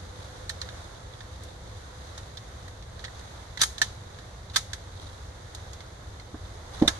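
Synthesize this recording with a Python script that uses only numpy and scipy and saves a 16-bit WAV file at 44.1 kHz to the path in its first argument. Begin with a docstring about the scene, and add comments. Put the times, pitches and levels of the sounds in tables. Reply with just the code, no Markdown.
"""Loading and firing a rifle in a car

A man sits in the open back of a car; a phone's two microphone ports hear him, the left one facing away from the
gun. Cartridge, bolt and grip click as chatter, part pings and steel rings; the bolt scrapes home as rough
noise. A dull thump booms in the panels and the shot's sharp crack follows, both dying fast in the padded cabin.
Noise makes the jacket's rustle, the wind outside and a faint, distant hollow drone."""
import sys
import numpy as np
from scipy import signal
from scipy.fft import rfft, irfft, next_fast_len
from scipy.io import wavfile
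from scipy.ndimage import uniform_filter1d

SR = 44100
rng = np.random.default_rng(int(sys.argv[2]) if len(sys.argv) > 2 else 0)


def wav_record(signal):
    """Record a signal, one row per channel, as 16-bit PCM in the file named by sys.argv[1]."""
    frames = np.transpose(np.atleast_2d(signal))
    bounded = np.clip(frames, -1, 1)
    # unit amplitude maps onto the largest positive 16-bit level
    quanta = np.round(bounded * 32767).astype(np.int16)
    wavfile.write(sys.argv[1], SR, quanta)


N = 308501
T = np.arange(N) / SR

# Metal clicks of the cartridge, bolt and grip: start_s, strength_db, hardness_db_per_octave (treble tilt),
# stock_db, contact_decay_ms, ping_hz (part struck), ping_db (over the blow's spectrum)
RIFLE_CLICKS = [ (.4938, -34, -3.5, -7, 4.2, 4180, 14), (0.4977, -38, -6, -5, 3, 1810, 17),
                (.615, -34.5, -8, -3.5, 4.1, 4220, 13), (0.6876, -42, -15, -5.5, 3.4, 1620, 12),
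                (1.1368, -50, -14, -2, 3, 3430, 12), (1.2056, -45.5, -13, 0, 4.6, 3430, 8),
                (1.434, -50, 2.5, -7, 3.4, 10900, 12), (2.177, -41.5, -4, -2, 2, 6340, 8),
                (2.371, -37.5, -12, -12, 3.9, 4400, 8), (2.68, -51, -3, 1, 3.7, 1870, 10),
                (2.8238, -48.5, -9, -7, 2, 4000, 6), (2.993, -46.5, -9, -2, 3, 4400, 10),
                (3.04, -39, -12, -3.5, 5, 1860, 12), (3.048, -36.5, -14, -7, 6, 3820, 8),
                (3.08, -56.5, -10, 8, 5.4, 1870, 15), (3.193, -49, -6, -10, 1.7, 8000, 12),
                (3.573, -36, -10, -1.5, 3.9, 1990, 11.5), (3.6134, -27.5, 2, -2.5, 3, 1750, 4),
                (3.6152, -18, 0, -14, 1.7, 5920, 17), (3.6195, -24, -4, 0.5, 3.1, 10450, 11),
                (3.6325, -22, -0.8, -4, 3.5, 4030, 9), (3.781, -37, -5, -5, 2.2, 4020, 12),
                (3.8162, -17.5, -6.3, -5, 1.6, 1760, 15), (4.186, -47.5, -12, -2.5, 3.7, 1740, 8),
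                (4.498, -49.5, -10, -8, 7, 3970, 15), (4.5594, -21.5, -4, -3.5, 3.9, 1610, 6),
                (4.564, -19, -3.5, -6, 2.4, 3420, 11), (4.7321, -34, -4.5, -4.5, 4, 3800, 4),
                (5.548, -42, -2.5, -10, 3.4, 6600, 18), (5.732, -46, -1.5, -7, 2, 6530, 19),
                (5.8045, -45.5, -12, -1.5, 3.3, 2090, 9), (6.197, -46.5, -10, -5, 2.2, 2100, 13),
                (6.821, -41, -9, 4, 8.9, 3900, 0)]
# Ringing of the rifle's steel: pitch_hz, level_db, t60_s
STEEL_MODES = [(1302, -10.5, 0.079), (1641, -12.5, 0.081), (1757, -7.5, .065), (1900, -12.5, 0.087),
               (3140, -14, .10), (3760, -25, 0.028), (4220, -6.5, 0.052), (4700, -15, 0.067),
               (5300, -12, 0.086), (5870, -16.5, 0.085), (5880, -20.5, 0.11), (6400, -25, 0.14),
               (6600, -20.5, 0.28), (7070, -22, .12), (10100, -25, .08), (10480, -18, 0.17)]
# Colour that all blows on the rifle share: pitch_hz, level_db
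SHARED_BLOW_TONE = [(550, -10.5), (1000, -2.5), (1700, 0), (3800, 0), (6200, 1.5), (10000, -2.5),
                    (12500, -8)]
# Strokes of the bolt in its raceway: stop_s (meets its stop), length_s, final_db
BOLT_STROKES = [(3.619, .028, -31.5), (4.56, 0.026, -38.5)]
# Soft blows on the car body: start_s, level_db, push_ms
BODY_THUMPS = [(6.316, -48, .5), (6.342, -31, 0.5), (6.8150, -19.5, 1.15), (6.821, -5.5, 1.4),
               (6.8460, -24.5, 0.56), (6.856, -9, 7.4), (6.877, -23.5, .3)]
# Resonances of the panels and cabin air: pitch_hz, level_db, t60_s
PANEL_MODES = [(89.6, -22, .08), (171, -26, .06), (262, 2.5, .04), (305.4, -2, 0.079), (492, -10, .04),
               (735, -5.5, 0.031), (1065, -8.5, 0.042)]
# Arm movements that rub the jacket: fastest_s, half_length_s, level_db
JACKET_MOVES = [(0.046, 0.18, -55.5), (3.202, 0.079, -52.5), (4.72, 0.11, -51), (5.037, 0.12, -50),
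                (6.782, 0.064, -47.5)]
# Spectrum of the outdoor air: pitch_hz, relative_level_db (per Hz)
AIR_SPECTRUM = [(20, -16.5), (40, -6.5), (70, 1.5), (105, -0.5), (140, -13.5), (175, -13), (230, -19),
                (500, -15.5), (1000, -22.5), (2000, -25), (4000, -29.5), (7000, -33), (10500, -38.5),
                (12500, -43.5)]
# Breeze, a dying gust at first and a fresh one at the end: peak_s, half_length_s, rumble_rise_db, hiss_rise_db
WIND_GUSTS = [(.1, 1, -0.3, 2), (7, 0.41, 4, 5)]
# Bands of the far drone: pitch_hz, width_hz (of one filter pass), level_db
DRONE_PEAKS = [(168.3, 38, -5.5), (324, 46, -9), (505.9, 17.6, 0)]
# Colour of the left microphone port: pitch_hz, level_db
LEFT_PORT_TONE = [(150, 2.5), (400, -3), (1000, 0.5), (1800, -1.5), (2500, -4), (3200, -5), (3900, 0),
                  (4700, 1), (5300, -0.5), (6400, 7), (7100, 0), (7900, -8), (9300, 0), (11200, 0)]
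# Colour of the right microphone port: pitch_hz, level_db
RIGHT_PORT_TONE = [(150, 2), (400, 1), (1000, 4.5), (1750, 3.5), (2150, 0.5), (2550, -17), (3100, -1.5),
                   (3650, 7), (4700, -0.5), (6300, -6.5), (7700, 1), (9300, -5), (11200, -6.5)]

# The stock speaks below the first pitch; hardness tilts the treble above the second
STOCK_HZ, STEEL_HZ = 1700, 3720
# Blows weaker than a full one lose bass first
THUD_HZ, THUD_PER_DB, FULL_BLOW_DB = 560, 0.5, -22.5
# The hands damp a ping by 60 dB within this many cycles, so low pings last longer
PING_CYCLES = 58.5


def shot():
    """The striker snaps forward; the crack follows at once and sets the receiver pinging."""
    striker_s, crack_delay_ms = 6.8761, 2.4
    striker = blow(-23.5, hardness=-8, stock_db=-1.5, contact_ms=3.2, ping_hz=3480, ping_db=-3)
    crack = blow(-21.5, hardness=-4, stock_db=0.5, contact_ms=2.3, ping_hz=3600, ping_db=17.5)
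    out = np.zeros((2, N))
    add(out, striker_s, striker)
    add(out, striker_s + crack_delay_ms / 1000, crack)
    return out


def rifle():
    """Blows of metal on metal as he loads, locks the bolt and takes aim."""
    out = np.zeros((2, N))
    for start_s, *click in RIFLE_CLICKS:
        add(out, start_s, blow(*click))
    return out


def blow(db, hardness, stock_db, contact_ms, ping_hz, ping_db):
    """One blow on the rifle: contact chatter, a ping of the part struck, ringing steel and cabin reflections."""
    t = np.arange(SR // 5) / SR
    tone = blow_tone(db, hardness, stock_db)
    attack = 1 - np.exp(-(1000 * t / 0.81) ** 2)  # rise in ms
    crack = contact_crack(t, attack, contact_ms)
    cabin = cabin_decay(t)
    # chatter and each port's reflections have noise of their own
    bursts = np.array([crack, cabin, cabin]) * rng.standard_normal((3, len(t)))
    chatter, *echoes = colour(bursts, tone, size=512)
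    ping_fade = fade(t, PING_CYCLES / ping_hz)
    ping = undb(ping_db + db_at(ping_hz, tone)) * ping_fade * np.sin(2 * np.pi * ping_hz * t)
    direct = chatter + attack * (ping + steel_ring(t, tone))
    return np.array([far_port(direct), direct]) + echoes


def blow_tone(db, hardness, stock_db):
    """Spectrum of a blow: hard contacts are bright, the stock adds body, and only strong blows thud."""
    hz, shared = np.transpose(SHARED_BLOW_TONE)
    treble = hardness * np.maximum(np.log2(hz / STEEL_HZ), 0)
    body = db_at(hz, [(STOCK_HZ, stock_db), (STEEL_HZ, 0)])
    thud_db = THUD_PER_DB * (db - FULL_BLOW_DB)
    thud = db_at(hz, [(THUD_HZ, thud_db), (2 * THUD_HZ, 0)])
    return np.column_stack([hz, db + shared + treble + body + thud])


def contact_crack(t, attack, contact_ms):
    """Envelope of steel chattering on steel in a quick run of uneven micro-contacts."""
    hold = 20  # samples per micro-contact
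    strengths = np.repeat(rng.standard_normal(len(t) // hold + 1), hold)[:len(t)]
    contacts = unit(undb(4 * strengths))  # spread 4 dB
    return undb(15.5) * attack * contacts * np.exp(-1000 * t / contact_ms)


def cabin_decay(t):
    """Envelope of the padded cabin's reflections: a strong short tail over a weak longer one."""
    build = 1 - np.exp(-1000 * t / 0.55)  # in ms
    early = undb(8.5) * fade(t, 0.058)
    late = undb(-13) * fade(t, 0.35)
    return build * (early + late)


def steel_ring(t, tone):
    """Decaying modes of the steel, each as strong as the blow's spectrum at its pitch, give or take."""
    rings = modes(t, STEEL_MODES)
    mode_hz = np.array(STEEL_MODES)[:, 0]
    chance_db = 2 * rng.standard_normal(len(STEEL_MODES))
    return undb(3.7 + db_at(mode_hz, tone) + chance_db) @ rings


def far_port(direct):
    """The left port faces away from the gun: later, and shaded in the middle range and treble."""
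    later = np.pad(direct, (SR // 5500, 0))[:len(direct)]  # about 0.18 ms
    shade = [(400, -2.5), (1400, -6.0), (2400, -2.5), (3700, -9.5), (6000, -7.5), (10000, -6)]
    return colour(later, shade, size=256)


def bolt_slide():
    """The bolt scrapes along its raceway as rough, rubbing noise."""
    tone = [(300, -13), (1700, -2), (3800, 2), (6200, -6), (11000, -16)]
    return friction(bolt_motion(), tone, grain_db=-3, grain_rate=290, surge_db=0.5)


def bolt_motion():
    """Gain of the scrape: it grows as the bolt gathers speed, until it meets its stop."""
    swell_db, edge_s = 8, 0.004
    gain = 0
    for stop_s, length_s, final_db in BOLT_STROKES:
        left_s = stop_s - T
        from_edge_s = np.minimum(left_s, length_s - left_s)
        moving = np.clip(from_edge_s / edge_s + 0.5, 0, 1)
        gain = gain + moving * undb(final_db - swell_db * np.clip(left_s / length_s, 0, 1))
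    return gain


def car_body():
    """A soft push sets the panels booming, and the trim shudders after it as noise."""
    rattle_db, rattle_t60_s, rise_s, apart = -13, 0.13, 0.0015, 0.32
    tone = [(60, -2), (300, 5.0), (600, 17.5), (1100, 6.0), (1800, 4.0), (4000, -17)]
    out = np.zeros((2, N))
    t = np.arange(SR // 4) / SR
    boom = (1 - np.exp(-t / rise_s)) * modes(t, PANEL_MODES).sum(axis=0)
    for start_s, db, push_ms in BODY_THUMPS:
        chance = rng.standard_normal(len(t)) + apart * rng.standard_normal((2, len(t)))
        shudder = undb(rattle_db) * fade(t, rattle_t60_s) * colour(chance, tone)
        # the longer the push, the duller the thump
        push = np.hanning(int(push_ms * SR / 1000) + 3)
        add(out, start_s, undb(db) * signal.lfilter(push / push.sum(), 1, boom + shudder))
    return out


def jacket():
    """The jacket rubs as he moves his arms: cloth friction noise."""
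    tone = [(200, 2.5), (900, 3.0), (1800, -4.5), (4000, 1.5), (7000, -9), (10000, -9.5), (12500, -24)]
    return friction(arm_motion(), tone, grain_db=4.5, grain_rate=220, surge_db=4.0)


def arm_motion():
    """Gain of the rustle: single movements over a slight fidgeting that calms as he settles."""
    fidget_db, settle_db_per_s = -57, 1.1
    moves = sum((undb(db) * swell(fastest_s, half_s)) ** 2 for fastest_s, half_s, db in JACKET_MOVES)
    return np.sqrt(moves + undb(fidget_db - settle_db_per_s * T) ** 2)


def friction(gain, points, grain_db, grain_rate, surge_db):
    """Rubbing surfaces catch and slip in uneven little bursts, alike in time at both ports."""
    # the caps limit the swing on one side: the loud side for the jacket, the quiet side for the bolt
    grain = grain_db * np.minimum(walk(grain_rate), 2)
    surge = surge_db * np.minimum(walk(14), 1)
    grip = undb(grain + surge)
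    return gain * np.array([unit(grip * noise(points)) for _ in range(2)])


def wind():
    """Low rumble reaches both ports alike; the hiss of air and leaves reaches each on its own."""
    air_db, split_hz = -19.5, 520
    lull_rumble_db, lull_hiss_db = -1.67, 0.46
    low = signal.butter(2, split_hz, fs=SR, output="sos")
    high = signal.butter(2, split_hz, "high", fs=SR, output="sos")
    gusts = [np.outer(rises_db, swell(peak_s, half_s)) for peak_s, half_s, *rises_db in WIND_GUSTS]
    rumble_db, hiss_db = sum(gusts)
    rumble_gain = undb(lull_rumble_db + rumble_db + 0.26 * walk(3.4))
    hiss_gain = undb(lull_hiss_db + hiss_db + 0.9 * walk(5.8))
    rumble = signal.sosfilt(low, noise(AIR_SPECTRUM)) * rumble_gain
    hiss = signal.sosfilt(high, [noise(AIR_SPECTRUM), noise(AIR_SPECTRUM)]) * hiss_gain
    return undb(air_db) * (rumble + hiss)


def drone():
    """Narrow, wavering bands of noise, far off, fade to a steady remainder."""
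    start_db, fade_db_per_s, rest_db, apart = -53, 4, -65, 0.76
    source = rng.standard_normal(N) + apart * rng.standard_normal((2, N))
    out = 0
    for hz, width_hz, db in DRONE_PEAKS:
        b, a = signal.iirpeak(hz, hz / width_hz, fs=SR)
        once = signal.lfilter(b, a, source)
        out = out + undb(db) * unit(signal.lfilter(b, a, once))
    return undb(np.maximum(start_db - fade_db_per_s * T, rest_db)) * out


def undb(db):
    """Decibels to gain."""
    return 10 ** (np.asarray(db) / 20)


def unit(x):
    """Scale to rms 1."""
    return x / np.sqrt(np.mean(x ** 2))


def db_at(hz, points):
    """Read a spectrum on a log-frequency axis."""
    f, db = np.transpose(points)
    return np.interp(np.log(np.maximum(hz, 1)), np.log(f), db)


def colour(x, points, size=2048):
    """Causal filter with the given spectrum, from the folded cepstrum."""
    gain = undb(db_at(np.fft.rfftfreq(size, 1 / SR), points))
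    cepstrum = irfft(np.log(gain))
    cepstrum[1:size // 2] *= 2
    cepstrum[size // 2 + 1:] = 0
    response = irfft(np.exp(rfft(cepstrum)))
    length = next_fast_len(x.shape[-1] + size, real=True)
    return irfft(rfft(x, length) * rfft(response, length), length)[..., :x.shape[-1]]


def noise(points):
    """Noise with the given spectrum."""
    return colour(rng.standard_normal(N), points)


def walk(rate):
    """Smooth random wander of rms near 1, with about rate new values per second."""
    k = int(SR / rate)
    steps = np.repeat(rng.standard_normal(N // k + 1), k)
    return unit(uniform_filter1d(steps, k)[:N])


def swell(s, half_s):
    """A smooth rise and fall that peaks at 1 at time s."""
    return np.exp(-((T - s) / half_s) ** 2)


def fade(t, t60):
    """Exponential decay, 60 dB down after t60 seconds."""
    return np.exp(-np.log(1000) * t / t60)


def modes(t, table):
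    """Decaying sines of a struck body, one row per mode."""
    return np.array([undb(db) * fade(t, t60) * np.sin(2 * np.pi * hz * t) for hz, db, t60 in table])


def add(out, s, sound):
    """Mix a stereo sound in at time s."""
    i = int(s * SR)
    out[:, i:i + sound.shape[1]] += sound[:, :N - i]


def scene():
    """Rifle, car, clothing and the air outside."""
    gun = shot() + rifle() + bolt_slide()
    return gun + car_body() + jacket() + wind() + drone()


def record(dry):
    """Each port colours the sound in its own way; the phone rounds the highest peaks and cuts the top."""
    ports = [colour(dry[0], LEFT_PORT_TONE), colour(dry[1], RIGHT_PORT_TONE)]
    rounded = np.tanh(ports)
    top_cut = signal.ellip(6, 0.1, 45, 12000, fs=SR, output="sos")  # low-pass at 12 kHz
    return signal.sosfiltfilt(top_cut, rounded)


dry = scene()
out = record(dry)
wav_record(out)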